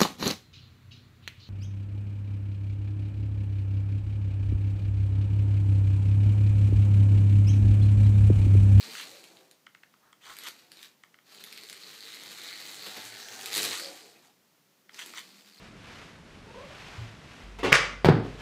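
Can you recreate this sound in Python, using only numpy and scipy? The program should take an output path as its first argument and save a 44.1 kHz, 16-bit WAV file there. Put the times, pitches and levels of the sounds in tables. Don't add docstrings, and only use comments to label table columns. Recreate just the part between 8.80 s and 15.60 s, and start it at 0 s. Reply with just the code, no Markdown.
import sys
import numpy as np
from scipy import signal
from scipy.fft import rfft, irfft
from scipy.io import wavfile
from scipy.ndimage import uniform_filter1d, map_coordinates

SR = 44100
rng = np.random.default_rng(int(sys.argv[2]) if len(sys.argv) > 2 else 0)


def digitize_waveform(pressure):
    field = np.atleast_2d(pressure).T
    bounded = np.clip(field, -1, 1)
    quanta = np.round(bounded * 32767).astype(np.int16)
    wavfile.write(sys.argv[1], SR, quanta)


N = 299880


def undb(db):
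    return 10 ** (np.asarray(db) / 20)


def unit(x):
    return x / np.sqrt(np.mean(x ** 2))


def curves(table):
    s, *columns = np.transpose(table)
    t = np.arange(N) / SR
    return [np.interp(t, s, column) for column in columns]


def walk(rate_hz):
    hold = max(int(SR / rate_hz), 1)
    steps = np.repeat(rng.standard_normal(N // hold + 1), hold)
    return unit(uniform_filter1d(steps, hold)[:N])


def colour(x, spectrum, size=4096):
    hz, db = np.transpose(spectrum)
    bins = np.maximum(np.fft.rfftfreq(size, 1 / SR), 1)
    gain = undb(np.interp(np.log(bins), np.log(hz), db))
    cepstrum = irfft(np.log(gain))
    cepstrum[1:size // 2] *= 2
    cepstrum[size // 2 + 1:] = 0
    response = irfft(np.exp(rfft(cepstrum)))
    return signal.fftconvolve(x, response)[:len(x)]


def brighter(spectrum, treble_db):
    return [(hz, db + treble_db * (hz > 5000)) for hz, db in spectrum]


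def resonate(x, modes):
    return sum(undb(db) * signal.lfilter(*signal.iirpeak(hz, hz / width, SR), x) for hz, width, db in modes)


def ring(x, hz, width_hz):
    spin = np.exp(2j * np.pi * np.cumsum(hz * np.ones(len(x))) / SR)
    lowpass = signal.butter(2, width_hz / 2, fs=SR, output="sos")
    near_pitch = signal.sosfilt(lowpass, x / spin + 1e-18)
    return unit(np.real(spin * near_pitch))


def grains(rate_hz, spread_db):
    hardness = np.minimum(rng.exponential(size=N), 4)
    happens = rng.random(N) < rate_hz / SR
    return unit(happens * rng.choice([-1, 1], N) * undb(spread_db * hardness))


def contact(rise_s, size=4096):
    age = np.arange(size) / SR / rise_s
    return rng.choice([-1, 1], size) * age * np.exp(1 - age)


def add(out, s, sound, peak_db):
    i = int(np.clip(s * SR, 0, N - 1))
    scaled = undb(peak_db) * sound / np.abs(sound).max()
    out[i:i + len(sound)] += scaled[:N - i]


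def swell(s, rise_s, fall_s, db):
    return undb(db) * np.interp(np.arange(N) / SR, [s - rise_s, s, s + fall_s], [0, 1, 0])


# pitch_hz, relative_level_db
HUSH_SPECTRUM = [(15, -46), (86, -27.5), (119, -16), (178, -11), (305, -13.5), (631, -18.5), (895, -20),
                 (970, -20.5), (6210, -25), (9050, -30), (13900, -28), (15500, -27)]
HUSH_DB = -66.5


def background():
    return unit(colour(rng.standard_normal(N), HUSH_SPECTRUM)) * undb(HUSH_DB)


# pressed_s, released_s, top_motor_turns_hz, coast_to_rest_s, gear_load_db, tyre_load_db
SPURTS = [(-.3, 0.202, 110.8, 0.72, -1.5, -1), (1.399, 1.681, 100.3, 0.46, -2, -1.5),
          (1.868, 2.048, 100.3, 0.13, 0, -1), (2.427, 4.864, 101.3, 0.82, 0.5, -1.5),
          (5.383, 5.452, 60.1, 0.11, -0.5, -1), (6.088, 6.362, 92.5, 0.53, -5, -5.5),
          (6.304, 6.904, 79.5, 0.37, -6, -7)]
SPIN_UP_S, FREEWHEEL_S = .05, 0.22


def drive():
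    t = np.arange(N) / SR
    pressed, released, hz, coast_s, gear_db, tyre_db = np.transpose(SPURTS)[:, :, None]
    since_press = np.maximum(t - pressed, 0)
    since_release = np.maximum(t - released, 0)
    spin_up = 1 - np.exp(-since_press / SPIN_UP_S)
    slow_down = np.clip(1 - since_release / coast_s, 0, 1)
    speeds = hz * spin_up * slow_down
    spurt = speeds.argmax(axis=0)
    freewheel = 1 - np.exp(-since_release[spurt, np.arange(N)] / FREEWHEEL_S)
    return np.maximum(speeds.max(axis=0), 1), freewheel, gear_db[spurt, 0], tyre_db[spurt, 0]


# time_s, microphone_distance_m, chassis_against_rattle_db, chassis_pitch_hz (the pitch drifts about this)
PATH = [(.12, 0.85, -1.5, 4320), (.3, 0.86, -3.5, 4230), (.55, 0.68, -8, 4370), (1.6, 1.1, -5, 4370),
        (2.0, 1.58, -7, 4180), (2.6, 1.6, -4, 4220), (3.15, 1.22, -2, 4270), (3.5, 0.88, -2, 4160),
        (3.73, 0.8, -3, 4118), (4.15, 0.66, -5.5, 4050), (4.33, 0.91, -3, 4250), (4.46, 1.02, -6, 4440),
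        (4.69, 0.6, -12, 4255), (4.765, 0.21, -2.5, 4000), (4.85, 0.25, -1.5, 3927),
        (5.07, 0.34, -4.5, 4406), (5.5, 0.65, -10, 4660), (6.2, 0.5, -8, 4660), (6.8, 1.1, -1.5, 4340)]


def travel():
    return curves(PATH)


# level_at_reference_speed_and_1_m_db, gain_per_tenfold_speed_db, loss_per_tenfold_distance_db, coasting_gain_db
RUMBLE_LAW = (-59.5, 33, 20, 3)
RATTLE_LAW = (-51, 41.5, 22, -2.5)
HISS_LAW = (-58.5, 46.5, 28, -1.5)
REFERENCE_HZ = 100


def loudness(law, motor_hz, distance, freewheel):
    db, speed_db, distance_db, coasting_db = law
    speed_gain_db = speed_db * np.log10(motor_hz / REFERENCE_HZ)
    distance_loss_db = distance_db * np.log10(distance)
    return db + speed_gain_db - distance_loss_db + coasting_db * freewheel


def each_turn(turn, decay_s, uneven_db):
    lap = turn.astype(int)
    age = (np.arange(N) - np.searchsorted(lap, lap)) / SR
    force = undb(uneven_db * np.clip(rng.standard_normal(lap[-1] + 1), -2, 2))[lap]
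    return unit(force * np.exp(-age / decay_s) * rng.standard_normal(N))


def axle(turn, slop_turns=.13, uneven_db=6.0, offbeat_db=-3):
    beats = np.arange(2 * int(turn[-1]))
    late, force, sign = rng.standard_normal((len(beats), 3)).T
    at = np.minimum(np.searchsorted(turn, beats / 2 + slop_turns * late), N - 1)
    hits = np.zeros(N)
    hits[at] = np.sign(sign) * undb(uneven_db * np.clip(force, -2, 1) + offbeat_db * (beats % 2))
    return unit(hits)


# pitch_hz, relative_level_db
SHELL_SPECTRUM = [(470, -23), (800, -25.5), (1120, -2), (2000, -1.5), (2210, -5.5), (2410, 1), (2830, -2.5),
                  (3460, -1.5), (3960, 0.5), (5680, -7), (7180, -9.5), (9680, -18.5), (11400, -11.5),
                  (14400, -13), (15500, -39)]
# pitch_hz, relative_level_db
KNOCK_SPECTRUM = [(60, -79), (300, -38), (900, -17), (2200, 3), (3000, -3.5), (3800, 3), (4600, 4),
                  (5400, -7), (8000, -5), (10000, -10), (11500, -4.5), (13500, -11), (15500, -21)]
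# pitch_ratio, width_hz, level_db (drifts follow)
CHASSIS_BANDS = [(1, 770, 0), (.5, 430, -9)]


def gears(turn, rattle_db, chassis_db, chassis_hz, knock_db=-9, axle_db=2, teeth_db=-1.0,
          wobble=0.13, drift=0.033, flutter_db=2.0):
    knocks = unit(colour(each_turn(turn, decay_s=.0006, uneven_db=2.5), KNOCK_SPECTRUM))
    once_a_turn = 1 + wobble * np.cos(2 * np.pi * turn)
    teeth = grains(3200, spread_db=2.5) * undb(2.3 * walk(60)) * once_a_turn
    shaking = grains(3200, spread_db=2.5) + undb(axle_db) * axle(turn)
    chassis = np.zeros(N)
    for ratio, width_hz, db in CHASSIS_BANDS:
        band_hz = ratio * chassis_hz * (1 + drift * walk(12))
        chassis += ring(shaking, band_hz, width_hz) * undb(db + flutter_db * walk(11))
    shell = undb(teeth_db) * unit(colour(teeth, SHELL_SPECTRUM))
    return (shell + undb(knock_db) * knocks + undb(chassis_db) * chassis) * undb(rattle_db)


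# pitch_hz, relative_level_db
BRAID_SPECTRUM = [(3000, -50), (5200, -8), (6600, -3.5), (7900, -3), (9300, -8), (15500, -26)]
# pitch_hz, relative_level_db
SPARK_SPECTRUM = [(900, -46), (3000, 13), (4300, 5), (5500, 4), (10000, -4), (11500, -3.5), (13200, -8),
                  (15500, 3.5)]


def braids(hiss_db, freewheel, turn, spark_db=0):
    rub = unit(colour(grains(5000, spread_db=1.5), BRAID_SPECTRUM))
    sparks = unit(colour(each_turn(turn, decay_s=.0007, uneven_db=3.5), SPARK_SPECTRUM))
    current = undb(spark_db) * np.clip(1 - freewheel, 0, 1)
    return (rub + current * sparks) * undb(hiss_db + 1.66 * walk(30))


# pitch_hz, relative_level_db
TRACK_SPECTRUM = [(35, -50), (60, -61), (96, -12), (135, -11.5), (167, -4.5), (280, -2), (465, -0.5),
                  (562, -6.5), (655, -6), (772, -6), (868, -4.5), (921, -10), (1000, -7.5), (1300, -29),
                  (2200, -120)]
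# pitch_hz, width_hz, level_db (each is passed through twice)
HOLLOW_MODES = [(347, 97, 3.5), (400, 45, -2), (512, 72, 2), (663, 260, 1), (700, 110, -13)]
# loudest_s, rise_s, fall_s, level_db, pitch_hz
BOOMS = [(.35, 0.11, 0.08, -57, 510), (2.9, 0.3, .5, -65, 426), (4.17, 0.35, .5, -68, 115),
         (4.57, 0.33, 0.2, -58.5, 440), (4.8, 0.29, 0.16, -48.5, 422), (5.06, 0.086, 0.097, -49.5, 535),
         (5.1, 0.22, 0.28, -60.5, 756), (5.05, 0.3, 0.24, -57, 340), (5.26, 0.076, 0.095, -60, 450),
         (5.47, 0.067, 0.06, -68, 794), (6.28, 0.085, 0.12, -61, 328), (6.58, 0.46, 0.3, -67, 199)]
BOOM_WIDTH = 0.25
# time_s, thump_peak_db, shell_clack_peak_db
JOINTS = [(1.665, -49, -31), (4.06, -39, -32.5), (4.164, -38.5, -33.5), (4.76, -34, -41), (4.845, -39, -42)]


def tyres(rumble_db, freewheel, waver_db=2.0):
    rumble = unit(colour(grains(1500, spread_db=-0.5), TRACK_SPECTRUM))
    hollow = unit(resonate(resonate(rng.standard_normal(N), HOLLOW_MODES), HOLLOW_MODES))
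    share = np.clip(0.68 * freewheel, 0, 1)
    rolling = np.sqrt(1 - share) * rumble + np.sqrt(share) * hollow
    out = rolling * undb(rumble_db + waver_db * walk(18))
    for s, rise_s, fall_s, db, hz in BOOMS:
        piece = [(hz, BOOM_WIDTH * hz, 0)]
        boom = unit(resonate(resonate(rng.standard_normal(N), piece), piece))
        out += boom * swell(s, rise_s, fall_s, db)
    for s, thump_db, clack_db in JOINTS:
        add(out, s, colour(contact(0.0092), TRACK_SPECTRUM), thump_db)
        add(out, s, colour(contact(0.0061), SHELL_SPECTRUM), clack_db)
    return out


# fastest_s, rise_s, fall_s, level_db, grip_pitch_hz (the pitch wavers about this)
STROKES = [(.19, 0.082, 0.061, -41.5, 2720), (1.458, 0.06, 0.032, -53.5, 3130),
           (1.505, 0.057, 0.047, -48.5, 3170), (1.675, 0.08, 0.017, -41.5, 3100),
           (4.935, 0.039, 0.04, -35, 2706), (5.439, .015, 0.036, -63, 1660),
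           (6.192, 0.012, 0.034, -40.5, 3050), (6.223, 0.017, 0.022, -41.5, 3240),
           (6.376, 0.033, 0.033, -37, 3230)]
# pitch_hz, relative_level_db
WIPER_SPECTRUM = [(60, -58), (600, -24), (950, -0.5), (2100, -2.5), (2600, -4), (3100, 4), (4600, -11),
                  (8700, -9.5), (10000, -25), (15500, -23)]
# pitch_hz, width_hz, level_db
BODY_MODES = [(1260, 200, -3), (2010, 340, 8), (5870, 220, 1)]
# pitch_hz, relative_level_db
GRIP_SPECTRUM = [(500, -17), (900, -16)]


def controller(body_db=-1, grip_db=-3.0, grip_width_hz=750, waver=0.075, judder_db=2.25):
    slips = grains(3600, spread_db=3.0) * undb(judder_db * walk(140))
    grip_hz = curves(STROKES)[-1] * (1 + waver * walk(40))
    wiper = unit(colour(slips, WIPER_SPECTRUM))
    body = unit(colour(resonate(slips, BODY_MODES), GRIP_SPECTRUM))
    grip = ring(slips, grip_hz, grip_width_hz)
    scrape = wiper + undb(body_db) * body + undb(grip_db) * grip
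    return unit(scrape) * sum(swell(*stroke[:-1]) for stroke in STROKES)


def snap(spread_s, scatter, size=4096):
    hz = np.fft.rfftfreq(size, 1 / SR)
    uneven = np.interp(hz, np.linspace(0, SR / 2, 90), rng.uniform(-1, 1, 90))
    delay_s = spread_s * (scatter * (1 + uneven) + np.exp(-hz / 2500))
    return irfft(np.exp(-2j * np.pi * np.cumsum(delay_s) * SR / size))


# time_s, peak_db, lower_ring_hz, middle_ring_db, upper_ring_hz, extra_treble_db
SPRING_TICKS = [(0.149, -31, 1500, -2, 2730, -7), (0.865, -37.5, 1460, 1, 3070, 0),
                (0.947, -38.5, 1540, 4, 2730, 0), (1.032, -40, 1700, 1, 2670, -3),
                (1.137, -49.5, 1140, -7, 1400, -6), (1.327, -41.5, 1200, -3, 3280, 12),
                (2.235, -36, 1280, 8, 3100, 8), (2.341, -44, 1500, 5, 2900, -3),
                (2.386, -45, 1400, 5, 3160, -1), (4.993, -29, 1440, -7, 1770, -6),
                (6.092, -40, 1536, 7, 3200, -8), (6.335, -34.5, 1300, -6, 2200, 0)]
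# pitch_hz, relative_level_db
TICK_SPECTRUM = [(100, -88), (650, -8), (1250, 0.5), (2000, -1.5), (3250, -3), (4500, -12), (8500, -18.5),
                 (10000, -43)]


def spring(middle_hz=2000, width_hz=520, upper_db=-3, tick_db=0):
    out = np.zeros(N)
    for s, peak_db, lower_hz, middle_db, upper_hz, treble_db in SPRING_TICKS:
        slip = colour(snap(spread_s=.0022, scatter=0.905), brighter(TICK_SPECTRUM, treble_db))
        modes = [(lower_hz, 0), (middle_hz, middle_db), (upper_hz, upper_db)]
        rings = sum(undb(db) * ring(slip, hz, width_hz) for hz, db in modes)
        add(out, s, unit(rings) + undb(tick_db) * unit(slip), peak_db)
    return out


# time_s, peak_db, extra_treble_db
SNAGS = [(0.2114, -30, 6), (0.44, -36, 0), (0.5698, -40.5, -9), (0.712, -39.5, -0.5), (1.4558, -39.5, -10),
         (1.5673, -33, 3), (1.5866, -27, 2.5), (1.636, -32.5, 11), (1.685, -26.5, 6), (1.9178, -30, -1),
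         (1.9913, -35, -4), (2.029, -30, -4), (2.5475, -35, -2), (2.639, -27.5, 1), (2.726, -29, 1),
         (2.776, -29, 0.5), (2.835, -29.5, 1.5), (2.898, -28.5, 2), (2.9282, -27, 1.5), (3.3456, -32, 0),
         (3.4354, -31, 4), (3.5154, -33, 4), (3.585, -32, -7), (3.635, -33, 1), (3.728, -26, -13),
         (4.069, -28, -14), (4.3235, -31.5, -7), (4.6585, -18.5, 2), (4.687, -35, -5), (4.7784, -13.5, 3.5),
         (4.9994, -22.5, 4), (5.022, -29, 1), (5.0451, -29, -6), (6.1439, -35, -7), (6.261, -31.5, 9),
         (6.392, -29, 1)]
# start_s, length_s, first_knock_peak_db, growth_db_per_s, extra_treble_db
CHATTER = [(4.7305, .044, -17, 80, 1.5), (4.821, .033, -16.5, -38, 3)]


def rattles(motor_hz):
    out = np.zeros(N)
    for s, peak_db, treble_db in SNAGS:
        scratch = contact(rise_s=.00065)
        add(out, s, colour(scratch, brighter(KNOCK_SPECTRUM, treble_db)), peak_db)
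    for start, length, first_db, growth, treble_db in CHATTER:
        turn_s = 1 / motor_hz[int(start * SR)]
        for s in np.arange(start, start + length, turn_s):
            knock = contact(rise_s=.0005)
            knock_db = first_db + growth * (s - start)
            add(out, s, colour(knock, brighter(KNOCK_SPECTRUM, treble_db)), knock_db)
    return out


# loudest_s, rise_s, fall_s, level_db, pitch_hz, width_hz
CREAKS = [(1.28, .1, 0.053, -64, 1300, 800), (1.505, 0.066, 0.042, -49, 1210, 550),
          (5.357, .006, 0.046, -61, 2320, 700), (6.137, .002, 0.0039, -50, 4750, 600),
          (6.145, 0.0027, 0.0048, -45, 5940, 1200), (6.358, .004, .006, -43, 5830, 453)]


def creaks():
    slips = grains(3600, spread_db=2.5)
    return sum(ring(slips, hz, width_hz) * swell(s, rise_s, fall_s, db)
               for s, rise_s, fall_s, db, hz, width_hz in CREAKS)


# time_s, upper_ring_hz, upper_ring_db, lower_ring_db
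PANEL = [(3.4, 2040, -75, -87), (3.7, 2040, -52, -66), (4.05, 1926, -64, -64), (4.17, 1803, -57, -56),
         (4.3, 1701, -55.5, -63.5), (4.62, 1623, -54, -56), (4.75, 1624, -66, -56)]


def panels(width_hz=380, low_hz=800, low_width_hz=210):
    hz, upper_db, lower_db = curves(PANEL)
    rolling = rng.standard_normal(N)
    t = np.arange(N) / SR
    upper = ring(rolling, hz, width_hz) * undb(upper_db)
    lower = ring(rolling, low_hz, low_width_hz) * undb(lower_db)
    return (upper + lower) * (t > PANEL[0][0]) * (t < PANEL[-1][0])


# time_s, pitch_hz, level_db
SWISH = [(4.3, 4970, -70), (4.42, 5520, -51), (4.56, 6380, -51), (4.7, 6760, -73), (4.8, 7200, -55)]


def swish(width_hz=1700):
    hz, db = curves(SWISH)
    t = np.arange(N) / SR
    band = ring(grains(5400, spread_db=1.0), hz, width_hz)
    return band * undb(db) * (t > SWISH[0][0]) * (t < SWISH[-1][0])


def bounces(x, turn, depth=0.019):
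    n = np.arange(N)
    out = x.copy()
    for middle_lag_s, turns_per_swing in [(.0019, 512), (.0043, 716)]:
        lag = middle_lag_s * SR * (1 + .5 * np.sin(2 * np.pi * turn / turns_per_swing))
        out += depth * map_coordinates(x, [n - lag], order=3)
    return out / np.sqrt(1 + 2 * depth ** 2)


ROOM_T60_S = 0.22


def room(x, wet, treble_t60_s=0.13):
    t = np.arange(SR // 2) / SR
    noise = rng.standard_normal(len(t)) * (t > .004)
    low = signal.sosfilt(signal.butter(1, 5000, fs=SR, output="sos"), noise)
    treble = noise - low
    tail = low * 1000 ** (-t / ROOM_T60_S) + 1.02 * treble * 1000 ** (-t / treble_t60_s)
    direct = x / np.sqrt(1 + wet ** 2)
    return direct + signal.fftconvolve(direct * wet, tail / np.linalg.norm(tail))[:N]


def moving_room(x, wet, turn, count):
    place = turn / turn[-1] * (count - 1)
    out = np.zeros(N)
    for k in range(count):
        nearness = np.cos(np.pi / 2 * np.clip(place - k, -1, 1)) ** 2
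        out += room(x * nearness, wet)
    return out


WET_AT_1M, SNAG_WET_AT_1M = 0.46, 0.71
WET_GROWTH = 0.032


def scene():
    motor_hz, freewheel, gear_db, tyre_db = drive()
    distance, chassis_db, chassis_hz = travel()
    rumble_db, rattle_db, hiss_db = (loudness(law, motor_hz, distance, freewheel)
                                     for law in (RUMBLE_LAW, RATTLE_LAW, HISS_LAW))
    turn = np.cumsum(motor_hz * (1 + .02 * walk(15))) / SR
    car = gears(turn, rattle_db + gear_db, chassis_db, chassis_hz)
    car += braids(hiss_db + gear_db, freewheel, turn)
    car += tyres(rumble_db + tyre_db, freewheel)
    car += panels() + swish()
    car = signal.sosfilt(signal.ellip(7, .5, 60, 88, "high", fs=SR, output="sos"), car)
    far = distance ** WET_GROWTH
    rolling = moving_room(bounces(car, turn), WET_AT_1M * far, turn, count=24)
    hand = room(controller() + spring() + creaks(), wet=.33)
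    hush = background()
    snagging = room(rattles(motor_hz), SNAG_WET_AT_1M * far)
    return (rolling + snagging + hand + hush)[None]


TOP_HZ = 15500


def record(dry):
    return signal.sosfilt(signal.ellip(10, .2, 70, TOP_HZ, fs=SR, output="sos"), dry)


dry = scene()
out = record(dry)
digitize_waveform(out)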